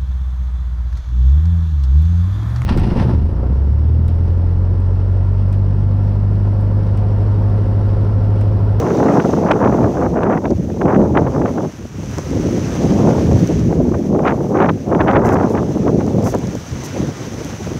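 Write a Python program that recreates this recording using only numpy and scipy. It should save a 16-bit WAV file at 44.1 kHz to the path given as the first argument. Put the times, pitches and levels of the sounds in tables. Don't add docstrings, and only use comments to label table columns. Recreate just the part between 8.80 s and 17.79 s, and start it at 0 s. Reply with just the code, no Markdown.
import sys
import numpy as np
from scipy import signal
from scipy.fft import rfft, irfft, next_fast_len
from scipy.io import wavfile
from scipy.ndimage import uniform_filter1d, minimum_filter1d, map_coordinates

SR = 44100
rng = np.random.default_rng(int(sys.argv[2]) if len(sys.argv) > 2 else 0)


def natural_amplitude(level_db):
    exponent = np.asarray(level_db, float) / 20
    return 10 ** exponent


def int16_out(signal):
    q = np.round(np.clip(np.atleast_2d(signal).T, -1, 1) * 32767)
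    wavfile.write(sys.argv[1], SR, q.astype(np.int16))


N = 396459


def unit(x):
    return x / np.sqrt(np.mean(x ** 2) + 1e-20)


def curves(rows):
    s, *cols = np.transpose(rows)
    return [np.interp(np.arange(N) / SR, s, c) for c in cols]


def bumps(rows):
    s, *cols, ms = np.transpose(rows)
    t = np.arange(0, N + 64, 64) / SR
    bells = np.exp(-.5 * ((t[:, None] - s) / (.001 * ms)) ** 2)
    return [np.interp(np.arange(N) / SR, t, bells @ c) for c in cols]


def wobble(rate):
    knots = rng.standard_normal(1000 + N // 50)
    return map_coordinates(knots, [np.arange(N) * rate / SR])


def filtered(x, response):
    m = next_fast_len(N + SR // 2)
    return irfft(rfft(x, m) * response(np.fft.rfftfreq(m, 1 / SR)), m)[..., :N]


def coloured(x, spectrum):
    f, db = np.transpose(spectrum)
    return unit(filtered(x, lambda hz: natural_amplitude(np.interp(np.log(hz + 1), np.log(f), db, left=-120))))


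def patchy(depth_db):
    z = signal.stft(rng.standard_normal(N), nperseg=512)[2]
    field = uniform_filter1d(rng.standard_normal(z.shape), size=8, axis=0)
    field = uniform_filter1d(field, size=8, axis=1)
    return signal.istft(z * natural_amplitude(depth_db * unit(field)), nperseg=512)[1][:N]


def crackle(density, spread_db):
    chance, size, sign = rng.random((3, N))
    click = natural_amplitude(-spread_db * np.log(size + .08)) * np.sign(sign - .5)
    return (chance < density / SR) * click


# (time [s], wash level [dB])
SURF = [(0, -42.5), (.55, -43), (.75, -48), (1.0, -46), (1.5, -52.5), (3.15, -46.5), (3.4, -42), (4.1, -38),
        (4.45, -40), (4.62, -39.5), (4.84, -41.5), (4.93, -46.5), (5.4, -49.5), (5.9, -49), (6.42, -51.5),
        (6.5, -47), (7.4, -44.5), (7.7, -42.5), (8.1, -39.5), (8.99, -41)]
# (frequency [Hz], level [dB per Hz])
WASH = [(150, -42), (400, -11), (1000, -13), (2000, -17.5), (3000, -22), (4500, -28), (6000, -30.5),
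        (8000, -37.5), (11000, -42.5), (16000, -45)]
# (frequency [Hz], level [dB per Hz])
SPRAY = [(3000, -27), (5000, -1.5), (7000, -3), (9000, -6), (12000, -3), (16000, -6)]


def surf():
    flicker_db = 0.14 * wobble(5.6) + 0.71 * wobble(30)
    wash = coloured(patchy(depth_db=1.0) + 0.41 * unit(crackle(1200, spread_db=11.0)), WASH)
    spray = coloured(patchy(depth_db=.5) + .55 * unit(crackle(500, spread_db=5.5)), SPRAY)
    wash_db, = curves(SURF)
    spray_db = -60 + 0.4 * (wash_db + 45)
    wash *= natural_amplitude(wash_db + 3.5 + 0.43 * wobble(15))
    spray *= natural_amplitude(spray_db + 1.0 + .8 * wobble(5))
    return natural_amplitude(flicker_db) * (wash + spray)


# (start [s], length [s], level [dB])
SPLASHES = [
    (-.01, .025, -50),
    (4.585, .05, -56),
    (6.442, .11, -50.5),
    (6.694, 0.056, -55.5),
    (7.435, 0.1, -43.5),
    (8.035, .04, -47),
    (8.63, .05, -55),
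]


def splashes():
    t = np.arange(N) / SR
    shower = coloured(rng.standard_normal(N) * 0.21 + unit(crackle(2500, spread_db=-0.5)), SPRAY)
    shower *= natural_amplitude(3.1 * wobble(70))
    gate = np.zeros(N)
    for s, span, db in SPLASHES:
        fade_db = 5 * np.clip(.5 - (t - s) / span, -1, 1)
        edges = np.clip(np.minimum(t - s, s + span - t) / 0.0081, 0, 1)
        gate += natural_amplitude(db + fade_db) * edges
    return gate * shower


# (time [s], peak level [dB], brightness [dB])
TICKS = [(0, -28, -15), (.5314, -39, -20), (0.7132, -28, -32), (1.4336, -38, -25), (1.704, -33, -23),
         (1.709, -35.5, -33), (3.258, -30, -30), (3.2934, -37, -23), (3.3114, -34, -19), (3.3827, -23, -23),
         (3.505, -29, -29), (4.53, -29.5, -22), (4.673, -26, -20), (4.7935, -30, -24), (6.449, -33, -23),
         (6.4566, -26.5, -21.5), (6.489, -27, -23), (6.508, -35.5, -25), (6.5264, -40, -15),
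         (6.5424, -31, -20), (7.2638, -32, -21), (7.425, -33, -23), (7.4414, -33, -18), (7.547, -27.5, -18),
         (7.5854, -30, -18), (7.67, -28, -25), (7.751, -29.5, -21), (8.0357, -26, -23), (8.0534, -31, -24),
         (8.646, -26.5, -19)]
TICK_MS = 1.3


def ticks():
    out, t = np.zeros(N + SR), np.arange(SR // 25) / SR
    dull = signal.butter(2, [3000, 8000], "band", fs=SR)
    bright = signal.butter(1, [7000, 14000], "band", fs=SR)
    for s, db, bright_db in TICKS:
        puff = rng.standard_normal(len(t)) * np.exp(-.5 * (2200 * t / TICK_MS - 2.5) ** 2)
        body = signal.lfilter(*dull, puff) + natural_amplitude(bright_db + 15.5) * signal.lfilter(*bright, puff)
        out[round(s * SR):][:len(t)] += natural_amplitude(db - 4.0) * body
    return out[:N]


# (time [s], level [dB], air speed as share of power above 500 Hz [dB])
WIND = [(0, -11.5, -5), (1.6, -15.5, -4.5), (1.77, -23.5, -21), (1.97, -19, -15), (2.02, -13, -8),
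        (2.85, -19, -6), (2.92, -38.5, -19), (3.4, -27, -23), (3.6, -18, -21), (4.3, -13.5, -6.5),
        (4.75, -16, -17.5), (5.3, -12, -12.5), (5.85, -13.5, -3.5), (6.3, -14, -5.5), (6.95, -14, -9.5),
        (7.72, -20.5, -17.5), (7.82, -31, -13), (8.99, -28.5, -10)]
# (time [s], level change [dB], speed change [dB], half width [ms])
PUFFS = [(.7, 1, 2, 56), (.87, 3.5, 2, 24), (1.01, 1.5, 2, 70), (1.25, -0.5, 2.5, 25), (1.47, 1, 2.5, 65),
         (1.72, 10, -14, 13), (1.95, 2.5, 0, 15), (2.1, -2, 6.5, 45), (2.2, 11, -18, 25),
         (2.4, 4.5, -1, 25), (2.69, 3.5, -10, 54), (3.06, 4, -20, 13), (3.18, 2, -8, 7.5),
         (3.25, 4.5, -20, 48), (3.58, 4.5, -3, 53), (4.05, 3, 3, 28), (4.28, 4, 0, 15), (4.63, 7, -3, 6.7),
         (5.48, -1, 10, 43), (5.82, 1.5, 4.5, 34), (7.15, 3, -3, 85), (7.46, 3, 9, 40), (7.55, 9, 11, 9.3),
         (7.76, 5.5, -22, 14), (7.93, 6, -13, 17), (8.03, 9, -8, 12), (8.21, 11, -5, 48),
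         (8.43, 9.5, -2, 21), (8.6, 4.5, -2, 21), (8.96, 8.5, -8, 17)]
# (time [s], level change [dB], speed change [dB], half width [ms])
LULLS = [(.06, -2, 3.5, 28), (.43, -4.5, 0, 17), (.55, -1.5, -1.5, 97), (.8, -1, 2, 14),
         (1.12, -6, -4.5, 66), (1.3, -8, -15, 14.5), (1.62, -2, -12, 19), (1.76, -5, -9, 13),
         (1.985, -6, -3, 6.8), (2.29, -1, -1.5, 27), (2.54, -4, 1.5, 21), (2.74, -7, 3, 20),
         (3.01, 0.5, -7, 30), (3.95, -5.5, 3, 33), (4.83, -5.5, 1, 21), (5.25, -7.5, -1.5, 33),
         (5.58, -9, -1, 13), (5.66, -3, -2.5, 43), (5.92, -0.5, -26, 28), (6.022, -11.5, -9.5, 42),
         (6.89, -7, 0, 84), (7.51, -6, -15, 11), (7.61, -4, 0, 29), (7.88, -7, -22, 52), (8.21, 0, 4, 8.6),
         (8.31, 1, 0, 25)]


def air():
    return np.add(curves(WIND), bumps(PUFFS + LULLS))


def strays(share_db, level_db):
    place, size, span = rng.random((320, 3)).T
    at = (place * N).astype(int)
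    speed_db = 1.24 * np.maximum(share_db[at] + 7, -6.5)
    db = -26 + speed_db + level_db[at] + 13.5 - 4.5 * size
    return list(zip(place * N / SR, db, 1.07 + 6 * span ** 2))


# (time [s], level above 1.2 kHz [dB], half width [ms])
SWIRLS = [(.113, -28, 11), (.327, -20.5, 54), (.849, -15, 5.2), (.984, -29, 16), (1.042, -22, 11),
          (1.171, -26.5, 21), (1.235, -23.5, 21), (1.531, -17.5, 8.8), (1.576, -18, 4.4),
          (1.655, -17.5, 7.4), (2.058, -20, 5.6), (2.148, -18.5, 9.3), (2.216, -20.5, 24),
          (2.377, -13.5, 9), (2.594, -27, 3.6), (2.681, -21, 10), (2.784, -23.5, 7.9), (5.473, -13.5, 13),
          (5.845, -14, 12), (5.893, -11, 6.1), (6.212, -11.5, 10), (6.283, -11, 9.6), (6.357, -11.5, 18),
          (6.491, -14.5, 35), (6.601, -20.5, 15), (6.637, -19, 19), (6.753, -21.5, 6.7), (7.079, -18, 9.9),
          (7.472, -19, 7.4), (7.541, -20.5, 5.3)]
# (time [s], level above 1.2 kHz [dB], half width [ms])
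SNAPS = [(.266, -21, 4.4), (.402, -12, 2.2), (0.687, -17, 9.5), (.715, -7, 3.5), (1.376, -20.5, 5.3),
         (1.434, -15, 1.8), (1.45, -25, 1.6), (1.475, -22.5, 3.7), (1.713, -25, 2.2), (1.902, -28, 1.4),
         (2.016, -16, 4.3), (2.083, -26, 2.6), (2.163, -15, 1.2), (2.354, -18, 2.8), (2.471, -21, 2.6),
         (2.619, -19.5, 4.4), (2.66, -17.5, 4.8), (3.386, -26, 2.1), (4.517, -23, 2), (4.928, -20, 2.5),
         (5.146, -20.5, 6.1), (5.351, -23, 8.1), (5.394, -23, 5.2), (5.773, -17, 8.8), (5.86, -16, 3),
         (6.15, -15, 2.1), (6.313, -13, 4.1), (6.57, -15.5, 4), (6.779, -19, 11), (7.208, -21, 5)]


def eddies(share_db, level_db):
    t = np.arange(N) / SR
    power, kicks = np.full(N, 1e-9), np.zeros(N)
    every = list(SWIRLS) + list(SNAPS) + strays(share_db, level_db)
    for (s, db, ms), (sign, size) in zip(every, rng.random((len(every), 2))):
        near = slice(max(round((s - .1) * SR), 0), round((s + .1) * SR))
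        since = t[near] - s
        power[near] += natural_amplitude(2 * (db - 3)) * np.exp(-.5 * (since / (.001 * ms)) ** 2)
        core_s = 0.00014 * (1 + 0.25 * size) * natural_amplitude(-.22 * (db + 24.5))
        u = since / core_s
        kicks[near] += np.sign(sign - .5) * natural_amplitude(db + 4.5) * u * np.exp(-.5 * u ** 2)
    return power, kicks


def corner(edge_hz, share_db):
    return edge_hz / np.log(1 + 1 / natural_amplitude(2 * np.clip(share_db, -60, 6)))


KNEE_HZ = 130


def turbulence(width_hz):
    hz, frames, z = signal.stft(rng.standard_normal(N), SR, nperseg=256, noverlap=224)
    scale = hz[:, None] / np.interp(frames, np.arange(N) / SR, width_hz)
    shape = (scale + 0.25) ** 0.44 * np.exp(-.6 * scale ** 1.062)
    shape /= np.sqrt(np.mean(shape[(hz > KNEE_HZ) & (hz < 550)] ** 2, axis=0))
    return signal.istft(z * shape, SR, nperseg=256, noverlap=224)[1][:N]


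# (time [s], level change [dB], half width [ms])
HEAVES = [(.05, -0.5, 110), (.4, -7, 120), (.67, 1, 26), (1.04, 5, 30), (1.25, 7, 42), (1.75, 2.5, 33),
          (2.1, 3, 61), (2.45, 7.5, 120), (4.08, 7, 48), (4.23, 12.5, 25), (4.5, 8.5, 94), (4.86, 8.5, 125),
          (5.2, 0, 60), (5.7, -6, 75), (5.93, -2.5, 21), (6.08, 9, 11), (6.22, 7, 19), (6.45, 5, 82),
          (6.79, 3.5, 29), (7.25, 0, 71), (7.48, 6.5, 60), (7.79, 5.5, 30), (7.94, 8, 34), (8.11, 9.5, 20),
          (8.71, 6, 17), (8.87, 7, 47)]


def wind():
    level_db, share_db = air()
    power, kicks = eddies(share_db, level_db)
    level_db = level_db + 1.84 * wobble(12)
    eddy_hz = corner(1084, 10 * np.log10(power) - level_db - 11.0)
    flow_hz = corner(437, share_db - 5.0) * natural_amplitude(0.81 * wobble(40) + 0.42 * wobble(170))
    width_hz = (eddy_hz ** 4 + flow_hz ** 4) ** (1 / 4) * natural_amplitude(1.37 * wobble(260))
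    flutter = filtered(turbulence(width_hz), lambda f: 1 / np.sqrt(1 + (KNEE_HZ / (f + 1)) ** 6))
    rumble = unit(filtered(rng.standard_normal(N), lambda f: 1 / np.sqrt(1 + (f / KNEE_HZ) ** 6)))
    gusty = 1 + 0.07 * np.clip(-15 - curves(WIND)[0], 0, 20)
    throb_db = (0.38 * wobble(18) + 1.75 * wobble(60)) * gusty
    rumble_db = -24.5 + 0.59 * (level_db + 14.5) - 0.14 * (share_db - 2)
    rumble_db += bumps(HEAVES)[0] + 1.5 * wobble(9)
    flutter *= natural_amplitude(level_db + 18.0 + throb_db)
    rumble *= natural_amplitude(rumble_db + 4.5 + 0.12 * throb_db)
    return flutter + rumble + kicks


def scene():
    return (surf() + splashes() + ticks() + wind())[None]


def low_pass(x):
    return signal.sosfilt(signal.butter(12, 16360, fs=SR, output="sos"), x)


# (frequency [Hz], width [Hz], level [dB])
PORT = (6104, 780, 13.2)
LOW_CUT_HZ, TOP_HZ = 53.4, 15730
SQUEEZE, SQUEEZE_DB, SQUEEZE_MS = 0.18, -17, 50


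def record(dry):
    hz0, width, db = PORT

    def port(f):
        return 1 + natural_amplitude(db) * 1j * f * width / (hz0 ** 2 - f ** 2 + 1j * f * width)

    def low_cut(f):
        steep = (f ** 2 / (f ** 2 - LOW_CUT_HZ ** 2 - 1.2j * f * LOW_CUT_HZ)) ** 2
        return steep * 1j * f / (1j * f + 60) * 1j * f / (1j * f + 65)

    x = filtered(dry, lambda f: port(f) * low_cut(f) * (f < TOP_HZ))
    mean_power = uniform_filter1d(x ** 2, size=round(SQUEEZE_MS * SR / 1000))
    loud_db = 10 * np.log10(np.abs(mean_power) + 1e-9)
    x = x * natural_amplitude(-SQUEEZE * np.maximum(loud_db - SQUEEZE_DB, 0))
    need = np.minimum(1, .94 / (np.abs(x) + 1e-9))
    x = x * uniform_filter1d(minimum_filter1d(need, size=400), size=400)
    return low_pass(x)


dry = scene()
out = record(dry)
int16_out(out)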